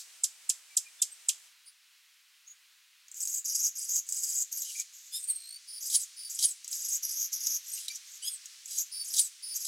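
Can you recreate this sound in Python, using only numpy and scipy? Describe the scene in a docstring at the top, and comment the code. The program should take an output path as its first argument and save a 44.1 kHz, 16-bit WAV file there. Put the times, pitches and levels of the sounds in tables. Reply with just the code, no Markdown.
"""Hummingbird in a garden.

Five sharp falling chips, a pause, then a long squeaky scolding chatter. The syrinx buzzes in fast
pulses, whines with both sides at once and breaks into rasps that end in squeals. One song figure of
whine, buzz, screech and squeal comes four times. Leaves and nearby walls scatter the calls over a
thin outdoor hiss."""
import sys
import numpy as np
from scipy import signal
from scipy.fft import rfft, irfft, next_fast_len
from scipy.io import wavfile
from scipy.ndimage import uniform_filter1d, map_coordinates

SR = 44100
rng = np.random.default_rng(int(sys.argv[2]) if len(sys.argv) > 2 else 0)


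def wav_out(sig):
    """Save sig, one row per channel (or a flat mono array), as 16-bit PCM at SR to the path in sys.argv[1]."""
    wavfile.write(sys.argv[1], SR, np.round(np.clip(np.atleast_2d(sig).T, -1, 1) * 32767).astype(np.int16))


N = 426447
TIME_S = np.arange(N) / SR
TOP_HZ = 15950

# Call levels are set ahead of swells, filters and scatter.
# Each row: start in seconds, level in dB, length in seconds, top and bottom pitch in Hz,
# low-end gain in dB.
CHIP_NOTES = [(0.2345, -17, 0.013, 8580, 2580, 1), (0.4914, -17, .013, 8800, 2135, -1.5),
              (0.7666, -15.5, 0.012, 8730, 2670, 1), (1.017, -15.5, .0115, 8700, 2490, 2.5),
              (1.2845, -16, .0125, 8700, 2170, 5.5)]
# Sweep of a chip. Each row: share of length, share of pitch range, gain in dB.
CHIP_SHAPE = [(0, 0.99, -36), (.08, .98, -5), (.2, .92, -1.5), (.42, .77, 0.5), (0.581, .6, -1.5),
              (.7, .4, 1.5), (.8, 0.223, -9), (.92, 0.115, -14), (1, 0, -34)]
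# Each row: start, attack and length in seconds, level in dB, pitch in Hz, base octave gain in dB,
# swoop depth, settling time in seconds, gain on settling in dB.
BUZZ_PHRASES = [(3.14, .075, 0.25, -36, 6940, -3.5, .14, .15, 3.5),
                (3.443, .018, .24, -31.3, 6560, -12.5, .22, 0.16, 4.5),
                (3.749, 0.02, 0.24, -37, 6635, -9.5, 0.23, 0.14, 8),
                (4.065, 0.079, 0.36, -33.5, 6905, -7.5, 0.19, .29, 3.5),
                (4.513, 0.011, 0.12, -38, 6620, -2, .18, 0.084, 0.5),
                (4.638, 0.0087, 0.17, -45.5, 6600, -14, .24, .12, 8.5),
                (4.923, .015, 0.19, -52, 6730, -5, 0.067, 0.083, -2),
                (5.131, 0.025, 0.18, -53, 7100, -5, .15, 0.14, 0),
                (5.987, .04, .05, -40.5, 6900, -9, .14, .05, 1.5),
                (6.686, 0.042, 0.28, -35.5, 6570, -8, .19, .225, 6),
                (7.024, 0.0099, .24, -36.8, 6220, -9, .28, .13, 5.5),
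                (7.317, 0.013, .25, -35.5, 6107, -10.5, 0.18, 0.14, 5.5),
                (7.629, 0.056, 0.16, -41, 6370, -5.5, .18, .15, -2),
                (7.9, 0.015, .062, -43.5, 6050, -21, 0.2, .045, 3),
                (8.039, 0.057, 0.13, -50, 6550, -8, .1, 0.1, 5),
                (8.649, 0.058, 0.17, -42, 6590, -7, 0.24, 0.12, 12),
                (9.541, 0.016, 0.025, -33.5, 6470, -6, 0.16, 0.023, 0.5)]
# Each row: start and length in seconds, level in dB, swell in dB.
RASP_NOTES = [(4.621, 0.2, -44.5, 1.5), (7.773, 0.089, -40.5, -4.5), (7.882, 0.0016, -30, -1),
              (8.456, 0.0018, -44, -1), (8.679, 0.116, -46.5, 8)]
# One list per squeal. Each row: time in seconds, pitch in Hz, level in dB, roughness from 0 to 1.
SQUEAL_CONTOURS = [
    [(5.185, 4230, -41, .8), (5.225, 4320, -44.5, 0.9), (5.243, 4300, -32, 0.7), (5.265, 4100, -50, 0.5)],
    [(5.272, 4020, -40, 0.14), (5.289, 4700, -29, 0.22), (5.306, 4120, -21.5, 0.3), (5.32, 4380, -35, 0.26),
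     (5.345, 4230, -46, 0.42), (5.362, 4270, -32.5, 0.4), (5.39, 4150, -50, 0.4), (5.43, 4430, -55, 0.3)],
    [(7.725, 4580, -44, 0.6), (7.738, 4300, -29.5, 0.6), (7.752, 4070, -40, 0.3)],
    [(8.285, 4600, -44, 0.5), (8.315, 4430, -37.5, 0.6), (8.35, 4200, -37.5, 0.7), (8.368, 3920, -51, 0.6)],
]
# Each row: start and length in seconds, low and high voice in Hz, scoop in octaves, swell in dB,
# level in dB, droop in octaves.
WHINE_NOTES = [(5.116, 0.053, 3690, 5210, .13, 9.5, -41, 0), (8.213, .07, 3450, 5150, .38, 13.5, -43.5, 0)]
# Each row: multiple of the low voice, multiple of the high voice, gain in dB.
WHINE_PARTIALS = [(1, 0, -2), (0, 1, -3), (2, 0, -3), (1, 1, -3.5), (0, 2, -9.5), (3, 0, -4), (2, 1, -6.5)]
# Each row: start and length in seconds, start and end pitch in Hz, level in dB, octave gain in dB,
# roughness from 0 to 1.
PEEP_NOTES = [(0.686, 0.076, 2370, 2260, -60, -23, 0), (0.849, 0.048, 2434, 2402, -50.5, -18, 0),
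              (0.987, 0.029, 3460, 3620, -48, -23, .2), (1.11, 0.033, 8260, 8380, -42.5, -30, 0.06),
              (1.644, 0.07, 4670, 4830, -56, 3.5, 1), (2.456, 0.051, 6200, 7040, -50.5, -32, 0.5),
              (2.489, 0.048, 6670, 6750, -47.5, -26, 0.24), (4.635, .06, 2900, 3130, -51, 4, 0.83),
              (4.681, 0.043, 2930, 2820, -49, -5, 1), (4.742, 0.037, 2500, 2390, -47.5, -6, 1),
              (4.774, 0.052, 2320, 2374, -45.5, -11, 0.7), (7.763, 0.033, 3200, 2640, -49, 3, 0.78),
              (7.892, 0.032, 2374, 2390, -44.5, 3, 0.6)]
# Each row: time in seconds, pitch in Hz, level in dB.
TRILL_CONTOUR = [(5.33, 4270, -50), (5.39, 4320, -46), (5.445, 4170, -42.5), (5.5, 4350, -39.5),
                 (5.555, 4510, -41)]
# Each row: start in seconds, level in dB, nominal pitch in Hz.
TICK_NOTES = [(3.0819, -43.5, 6430), (3.115, -34, 7200), (3.143, -35, 7500), (3.2043, -25.5, 6730),
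              (3.2528, -25.5, 6670), (3.273, -23, 6480), (4.0892, -24, 7160), (4.123, -20, 6860),
              (4.5263, -24.5, 6680), (4.6185, -25.5, 6850), (4.798, -22, 6750), (6.6445, -32.5, 6160),
              (6.6777, -28.5, 6730), (6.713, -29, 8140), (6.7282, -24, 6260), (7.0333, -28, 6760),
              (7.3285, -25, 6230), (7.4688, -17.5, 6400), (7.8815, -25.5, 3890), (7.9574, -28.5, 6940),
              (8.457, -33.5, 6550), (8.6574, -31, 7050), (8.7837, -19, 6870)]

# Song figures. Each row: start in seconds, whine, buzz and climax level in dB, whine droop in octaves.
SONG_FIGURES = [(5.671, -44, -38.5, -20.5, .02), (6.161, -44.3, -40.5, -19.5, .055),
                (8.911, -39.5, -38, -19.5, .095), (9.421, -40.5, -39, -21.5, .06)]
# Length in seconds, low and high voice in Hz, scoop in octaves, swell in dB.
FIGURE_WHINE = (.112, 4820, 5260, .07, 4.1)
# Delay, attack and length in seconds, pitch in Hz, base octave gain in dB, swoop depth.
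FIGURE_BUZZ = (0.13, .012, 0.22, 6549.5, -7.5, 0.27)
# Delay and length in seconds, level in dB re climax.
FIGURE_CLICK = (.227, 0.0079, -10)
# Delay and length in seconds, swell to the climax in dB.
FIGURE_SCREECH = (.241, .043, 17)
# Each row: delay in seconds, pitch in Hz, level in dB re climax, roughness from 0 to 1.
FIGURE_SQUEAL = [(.281, 4670, -10.5, 0.3), (.293, 4895, 0, 0.4), (.306, 4300, -12.5, .4),
                 (.318, 4160, -18.5, 0.6), (.345, 4020, -16, 0.66), (.37, 3900, -29, .8)]

# Voice spectra. Each row: frequency in Hz, gain in dB.
CHIP_EQ = [(1500, -11), (2500, 2), (3300, -2), (4200, -7.5), (5500, -1), (8000, 1), (11000, 2.5),
           (13000, 0), (14500, -15), (16000, -15)]
THROAT_EQ = [(3000, -15), (4300, -8.5), (4850, 1.8), (5300, 0), (6000, -0.5), (8300, 0.5), (9400, 2),
             (11400, 3), (12700, -4.5), (14000, -5), (16000, -5.5)]
BILL_RADIATION_EQ = [(1500, -7), (2500, -1.5), (5000, -2), (11000, 1), (13000, -4.5), (14500, -15.5),
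                     (16000, -15.5)]
HOARSE_EQ = [(2000, -34), (4200, -31), (4900, 13), (5250, -3), (5700, 2.5), (7500, -3), (9000, -5.5),
             (11500, 1.5), (14000, -19), (16000, -17)]
SCREECH_EQ = [(1500, -35.5), (2700, -19.5), (3600, -7.5), (5000, 1.5), (8000, 1.5), (10000, -7),
              (13000, -11), (16000, -16.5)]
TURBULENCE_EQ = [(25, -19), (70, -21), (150, -16.5), (220, -18), (400, -12.5), (600, -14.5), (1200, -15),
                 (2800, -3.5), (5000, -4.5), (11000, 4.5), (16000, -2)]

# Outdoor hiss. Each row: time in seconds, nominal level at 1-2.2 kHz in dB.
HISS_LEVELS = [(0.0, -69.5), (1.44, -69), (1.7, -74), (3.3, -73), (5.6, -72), (6.3, -69.5), (7.85, -67.5),
               (8.4, -69.5), (9.67, -69)]
# Hiss spectra. Each row: frequency in Hz, gain in dB.
HISS_EARLY_EQ = [(24, -65), (40, -36), (77, -61), (130, -37), (410, -21.5), (1430, -7.5), (1660, -6),
                 (2300, -3), (3110, -2.5), (3350, -3.5), (8240, -2), (15800, -17)]
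HISS_PAUSE_EQ = [(24, -77), (40, -36), (250, -37), (643, -31), (1030, -17), (1140, -15.5), (1470, -10.5),
                 (1750, -9), (2420, -6), (2960, -5.5), (3700, -7.5), (3990, -6), (15800, -19)]
HISS_LATE_EQ = [(24, -69), (40, -59), (49, -32), (431, -38), (526, -35), (596, -38), (1110, -19.5),
                (2030, -9.5), (5960, -2), (6420, -4), (8450, -7.5), (15800, -23.5)]
# Width of the opening hiss. Each row: frequency in Hz, side re mid in dB.
HISS_SIDE_EQ = [(60, -10), (180, -6), (550, -5), (1650, -10.5), (4970, -6.5), (15000, -5)]


def amp(db):
    """Decibels to gain."""
    return 10 ** (np.asarray(db) / 20)


def unit(x):
    """Scale to rms 1."""
    return x / np.sqrt(np.mean(x ** 2) + 1e-20)


def filtered(x, response):
    """Apply a gain given as a function of Hz."""
    size = next_fast_len(N + SR // 2)
    return irfft(rfft(x, size) * response(np.fft.rfftfreq(size, 1 / SR)), size)[..., :N]


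def coloured(x, eq):
    """Apply a spectrum of (Hz, dB) points."""
    points_hz, db = np.transpose(eq)
    return filtered(x, lambda hz: amp(np.interp(np.log(hz + 1), np.log(points_hz), db)))


def shaped_noise(eq):
    """Scene-long coloured noise, rms 1."""
    return unit(coloured(rng.standard_normal(N), eq))


def wobble(rate_hz, n):
    """Smooth random curve, rate_hz knots a second."""
    knot_rng = np.random.default_rng(rng.integers(2 ** 31))
    knots = knot_rng.standard_normal(int(n * rate_hz / SR) + 4)
    return map_coordinates(knots, [np.arange(n) * rate_hz / SR], mode="nearest")


def phase_of(hz):
    """Running phase of a moving frequency."""
    return 2 * np.pi * np.cumsum(hz) / SR


def note(attack_s, length_s, release_s, onset_db=15.5, fade_db=27.5):
    """Time axis and envelope: attack, hold until length_s, release."""
    t = np.arange(int((length_s + release_s) * SR)) / SR
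    gate = np.clip(np.minimum(t, t[-1] - t) / .001, 0, 1)
    attack_db = -onset_db * np.maximum(1 - t / attack_s, 0)
    release_db = -fade_db * np.maximum(t - length_s, 0) / release_s
    return t, gate * amp(attack_db + release_db)


def contour(rows):
    """Start time, soft gate and per-sample columns of a call."""
    times_s, *columns = np.transpose(rows)
    t = np.arange(times_s[0], max(times_s[-1], times_s[0] + .01), 1 / SR)
    gate = np.clip(np.minimum(t - t[0], t[-1] - t) / .0011, 0, 1)
    return times_s[0], gate, [np.interp(t, times_s, column) for column in columns]


def add(track, start_s, sound):
    """Mix a sound into the track."""
    part = track[max(round(start_s * SR), 0):][:len(sound)]
    part += sound[:len(part)]


def buzzes(pulse_hz=460, slack_hz=4900, settling_s=.02, settled_swoop=.072, push_db=12, push_s=.021):
    """Each syrinx pulse is a tiny chirp. A phrase starts swooping, stuttering and hoarse, then settles."""
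    out, noise = np.zeros(N), shaped_noise(HOARSE_EQ)
    delay_s, attack_s, length_s, hz, octave_db, depth = FIGURE_BUZZ
    phrases = BUZZ_PHRASES + [(s + delay_s, attack_s, length_s, db, hz, octave_db, depth, length_s, 0)
                              for s, _, db, _, _ in SONG_FIGURES]
    for start_s, attack_s, length_s, db, hz, octave_db, depth, settle_s, settle_db in phrases:
        t, envelope = note(attack_s, length_s, release_s=.032)
        n = len(t)
        settled = np.clip(.5 + (t - settle_s) / settling_s, 0, 1)
        progress = np.clip((t - settle_s) / max(t[-1] - settle_s, settling_s), 0, 1)
        arch = settled * (np.sin(np.pi * progress) - 2 / np.pi)  # pitch and level rise, then fall
        strain = depth * np.interp(t, [0, settle_s], [.6, 1])
        strain += settled * np.minimum(settled_swoop - strain, 0)
        beat = phase_of(pulse_hz * (1 + .266 * strain * wobble(200.3, n) + .0246 * wobble(40, n)))
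        swoop = strain * wobble(230, n) + .0304 * wobble(2500, n) - .14 * np.sin(beat)
        # The membranes resist going below their slackest pitch: swoops reach mostly upward.
        above_slack_hz = (hz * 2 ** (.025 * arch) - slack_hz) * 2 ** (3 * swoop)
        phase = phase_of(np.minimum(slack_hz + above_slack_hz, 10500))
        flutter_db = 2 * wobble(108.8, n) + 2.6 * wobble(450, n)
        stutter_db = 7 * strain * wobble(89.6, n)
        pulses = unit(amp(8.4 * np.cos(beat) + flutter_db + stutter_db))
        tone = np.sqrt(2) * (np.sin(phase) + amp(octave_db + 3.5) * np.sin(2 * phase))
        hoarse = 2.2 * strain
        voice = (tone + hoarse * np.roll(noise, -round(start_s * SR))[:n]) / np.hypot(1, hoarse)
        onset_db = push_db * np.exp(-(t + attack_s) / push_s)  # faster attack, harder push
        level_db = db + .2 + onset_db + settle_db * settled + 3 * arch
        add(out, start_s, amp(level_db) * envelope * pulses * voice)
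    return coloured(out, THROAT_EQ)


def chips(octave_db=-6, third_re_octave_db=-8):
    """Fast downward sweeps; overtones come out as the pitch drops."""
    out = np.zeros(N)
    place, height, swell_db = np.transpose(CHIP_SHAPE)
    for start_s, db, length_s, top_hz, bottom_hz, low_db in CHIP_NOTES:
        progress = np.linspace(0, 1, int(length_s * SR))
        phase = phase_of(bottom_hz + (top_hz - bottom_hz) * np.interp(progress, place, height))
        overtone_gain = amp(octave_db + 60 * np.minimum(progress - .65, 0))
        third = amp(third_re_octave_db) * (progress > .7) * np.sin(3 * phase)
        voice = np.sin(phase) + overtone_gain * (np.sin(2 * phase) + third)
        shape_db = np.interp(progress, place, swell_db) + np.interp(progress, [.7, .82], [0, low_db])
        add(out, start_s, amp(db + shape_db) * voice)
    return out


def rasps(pitch_hz=4000, chaos_oct=.36):
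    """Driven hard, the voice turns chaotic and its partials smear into noise."""
    out, noise = np.zeros(N), shaped_noise(SCREECH_EQ)
    delay_s, length_s, click_db = FIGURE_CLICK
    clicks = [(s + delay_s, length_s, db + click_db, 0) for s, _, _, db, _ in SONG_FIGURES]
    delay_s, length_s, swell_db = FIGURE_SCREECH
    screeches = [(s + delay_s, length_s, db - swell_db, swell_db) for s, _, _, db, _ in SONG_FIGURES]
    for start_s, length_s, db, swell_db in RASP_NOTES + clicks + screeches:
        t, envelope = note(attack_s=.00086, length_s=length_s, release_s=.013)
        n = len(t)
        phase = phase_of(pitch_hz * 2 ** (chaos_oct * np.tanh(wobble(700, n))))
        voice = amp(-7) * np.sin(phase) + np.sin(2 * phase) + amp(-4.5) * np.sin(3 * phase)
        voice += np.roll(noise, -round(start_s * SR))[:n]
        envelope *= amp(db + swell_db * np.minimum(t / length_s, 1))
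        add(out, start_s, envelope * unit(voice * amp(2.5 * wobble(700, n))))
    return out


def squeals(jitter=.052):
    """Quivering glides, heard mainly at the second partial."""
    out = np.zeros(N)
    in_songs = [np.add(FIGURE_SQUEAL, (s, 0, db, 0)) for s, _, _, db, _ in SONG_FIGURES]
    for rows in SQUEAL_CONTOURS + in_songs:
        start_s, gate, (hz, db, rough) = contour(rows)
        n = len(gate)
        phase = phase_of(hz * (1 + jitter * rough * wobble(1361, n)))
        voice = amp(-21.5) * np.sin(phase) + np.sin(2 * phase) + amp(-18) * np.sin(3 * phase)
        add(out, start_s, amp(db) * gate * unit(voice * amp(4.5 * rough * wobble(300, n))))
    return out


def whines(quiver_db=2, scoop_s=.028, high_scoop_share=.65):
    """Both sides of the syrinx slide up to different pitches and mix into sum tones."""
    out = np.zeros(N)
    in_songs = [(s, *FIGURE_WHINE, db, droop_oct) for s, db, _, _, droop_oct in SONG_FIGURES]
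    for start_s, length_s, low_hz, high_hz, scoop_oct, swell_db, db, droop_oct in WHINE_NOTES + in_songs:
        t, envelope = note(attack_s=.014, length_s=length_s, release_s=.039)
        n = len(t)
        progress = np.minimum(t / length_s, 1)
        slide = 2 ** (-scoop_oct * np.exp(-t / scoop_s))
        droop = 2 ** (-droop_oct * progress ** 2)
        low, high = (phase_of(hz * (1 + .018 * wobble(1800, n) + .008 * wobble(150, n)))
                     for hz in (low_hz * slide * droop, high_hz * slide ** high_scoop_share))
        voice = sum(amp(partial_db + 1.07 * wobble(113, n)) * np.sin(j * low + k * high)
                    for j, k, partial_db in WHINE_PARTIALS)
        envelope *= amp(db + swell_db * progress)
        add(out, start_s, envelope * unit(voice * amp(quiver_db * wobble(1500, n))))
    return out


def trill(start_s=5.327, step_s=.0176, length_s=.014, count=14, octave_db=-1, rough=.23):
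    """Rows for evenly spaced peeps that grow louder and climb a little."""
    times_s, hz, db = np.transpose(TRILL_CONTOUR)
    starts_s = start_s + step_s * np.arange(count)
    notes = zip(starts_s, np.interp(starts_s, times_s, hz), np.interp(starts_s, times_s, db))
    return [(s, length_s, note_hz, note_hz, note_db, octave_db, rough) for s, note_hz, note_db in notes]


def peeps(jitter=.06, third_re_octave_db=-9):
    """Soft short notes, clear or scratchy, single or trilled."""
    out = np.zeros(N)
    for start_s, length_s, start_hz, end_hz, db, octave_db, rough in PEEP_NOTES + trill():
        n = int(length_s * SR)
        phase = phase_of(np.geomspace(start_hz, end_hz, n) * (1 + jitter * rough * wobble(1000, n)))
        third = amp(third_re_octave_db) * (3 * start_hz < TOP_HZ) * np.sin(3 * phase)
        voice = np.sin(phase) + amp(octave_db) * (np.sin(2 * phase) + third)
        swell = np.hanning(n) * unit(amp(3.6 * rough * wobble(400, n)))
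        add(out, start_s, np.sqrt(2) * amp(db) * swell * voice)
    return out


def ticks(rise_s=.0011, fall_oct_per_s=70):
    """Single rough pulses of the voice, falling in pitch."""
    out, t = np.zeros(N), np.arange(SR // 100) / SR
    envelope = t / rise_s * np.exp(1 - t / rise_s)
    for start_s, db, hz in TICK_NOTES:
        phase = phase_of(hz * 2 ** (.15 - fall_oct_per_s * t + .18 * wobble(3000, len(t))))
        add(out, start_s, amp(db + 1) * envelope * (np.sin(phase) + .32 * np.sin(2 * phase)))
    return out


def turbulence(voice, db):
    """Broadband noise that follows the loudness of the voice."""
    loudness = np.sqrt(np.abs(uniform_filter1d(voice ** 2, size=64)))
    return amp(db) * loudness * shaped_noise(TURBULENCE_EQ)


def low_whiff(centre_s=5.3, width_s=.029, db=-74):
    """One soft low whiff with the loudest lone squeal."""
    noise = shaped_noise([(100, -28), (280, -20), (400, 0), (560, -2), (900, -8), (3000, -44)])
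    return amp(db) * np.exp(-((TIME_S - centre_s) / width_s) ** 2) * noise


def garden(x, near_db, near_t60_s, far_db, far_t60_s, delay_s):
    """Direct sound, quick scatter from leaves and walls, faint longer tail. Returns mid and side."""
    t = np.arange(SR // 2) / SR
    response = np.zeros((2, len(t)))
    for db, t60_s in ((near_db, near_t60_s), (far_db, far_t60_s)):
        decay = amp(-60 * t / t60_s) * (t > delay_s)
        response += amp(db) * decay / np.linalg.norm(decay) * rng.standard_normal(response.shape)
    response[0, 0] = 1  # direct path
    return signal.fftconvolve(x[None], response / np.linalg.norm(response[0]), axes=1)[:, :N]


def opening_echo(db=-41, t60_s=.19):
    """Decaying noise: the echo of a chip dies away as the scene opens."""
    return amp(db - 60 * TIME_S / t60_s) * shaped_noise(SCREECH_EQ)


def hiss():
    """Thin outdoor hiss, mid and side. Wide during the chips, then mono; dips in the pause."""
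    early = np.interp(TIME_S, [1.46, 1.53], [1, 0])
    late = np.interp(TIME_S, [3.05, 4.8], [0, 1])
    stages = (early, HISS_EARLY_EQ, .5), (1 - early - late, HISS_PAUSE_EQ, .5), (late, HISS_LATE_EQ, .3)
    out = np.zeros((2, N))
    for share, eq, trim_db in stages:
        noise = coloured(rng.standard_normal((2, N)), eq)
        band = filtered(noise, lambda hz: (hz > 1000) & (hz < 2200))
        out += np.sqrt(share.clip(0)) * amp(trim_db) * noise / band.std()
    level_db = np.interp(TIME_S, *np.transpose(HISS_LEVELS)) + .59 * wobble(9.3, N)
    mid, side = out * amp(level_db)
    return np.array([mid, early * coloured(side, HISS_SIDE_EQ)])


def scene():
    """Chips slightly right, then chatter straight ahead. Returns left and right."""
    calls = coloured(chips(), CHIP_EQ)
    chatter = coloured(buzzes() + rasps() + squeals() + whines() + peeps() + ticks(), BILL_RADIATION_EQ)
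    calls_mid, calls_side = garden(calls + turbulence(calls, db=-43), near_db=-3.5, near_t60_s=.056,
                                   far_db=-11, far_t60_s=.2, delay_s=.0024)
    chatter_mid, _ = garden(chatter + turbulence(chatter, db=-19), near_db=-2, near_t60_s=.057,
                            far_db=-11.5, far_t60_s=.27, delay_s=.00047)
    hiss_mid, hiss_side = hiss()
    mid = calls_mid + chatter_mid + opening_echo() + low_whiff() + hiss_mid
    side = amp(-9.5) * calls_side - amp(-25) * calls_mid + hiss_side
    return np.array([mid + side, mid - side])


def record(dry):
    """Brick-wall low-pass at TOP_HZ."""
    return filtered(dry, lambda hz: hz < TOP_HZ)


dry = scene()
out = record(dry)
wav_out(out)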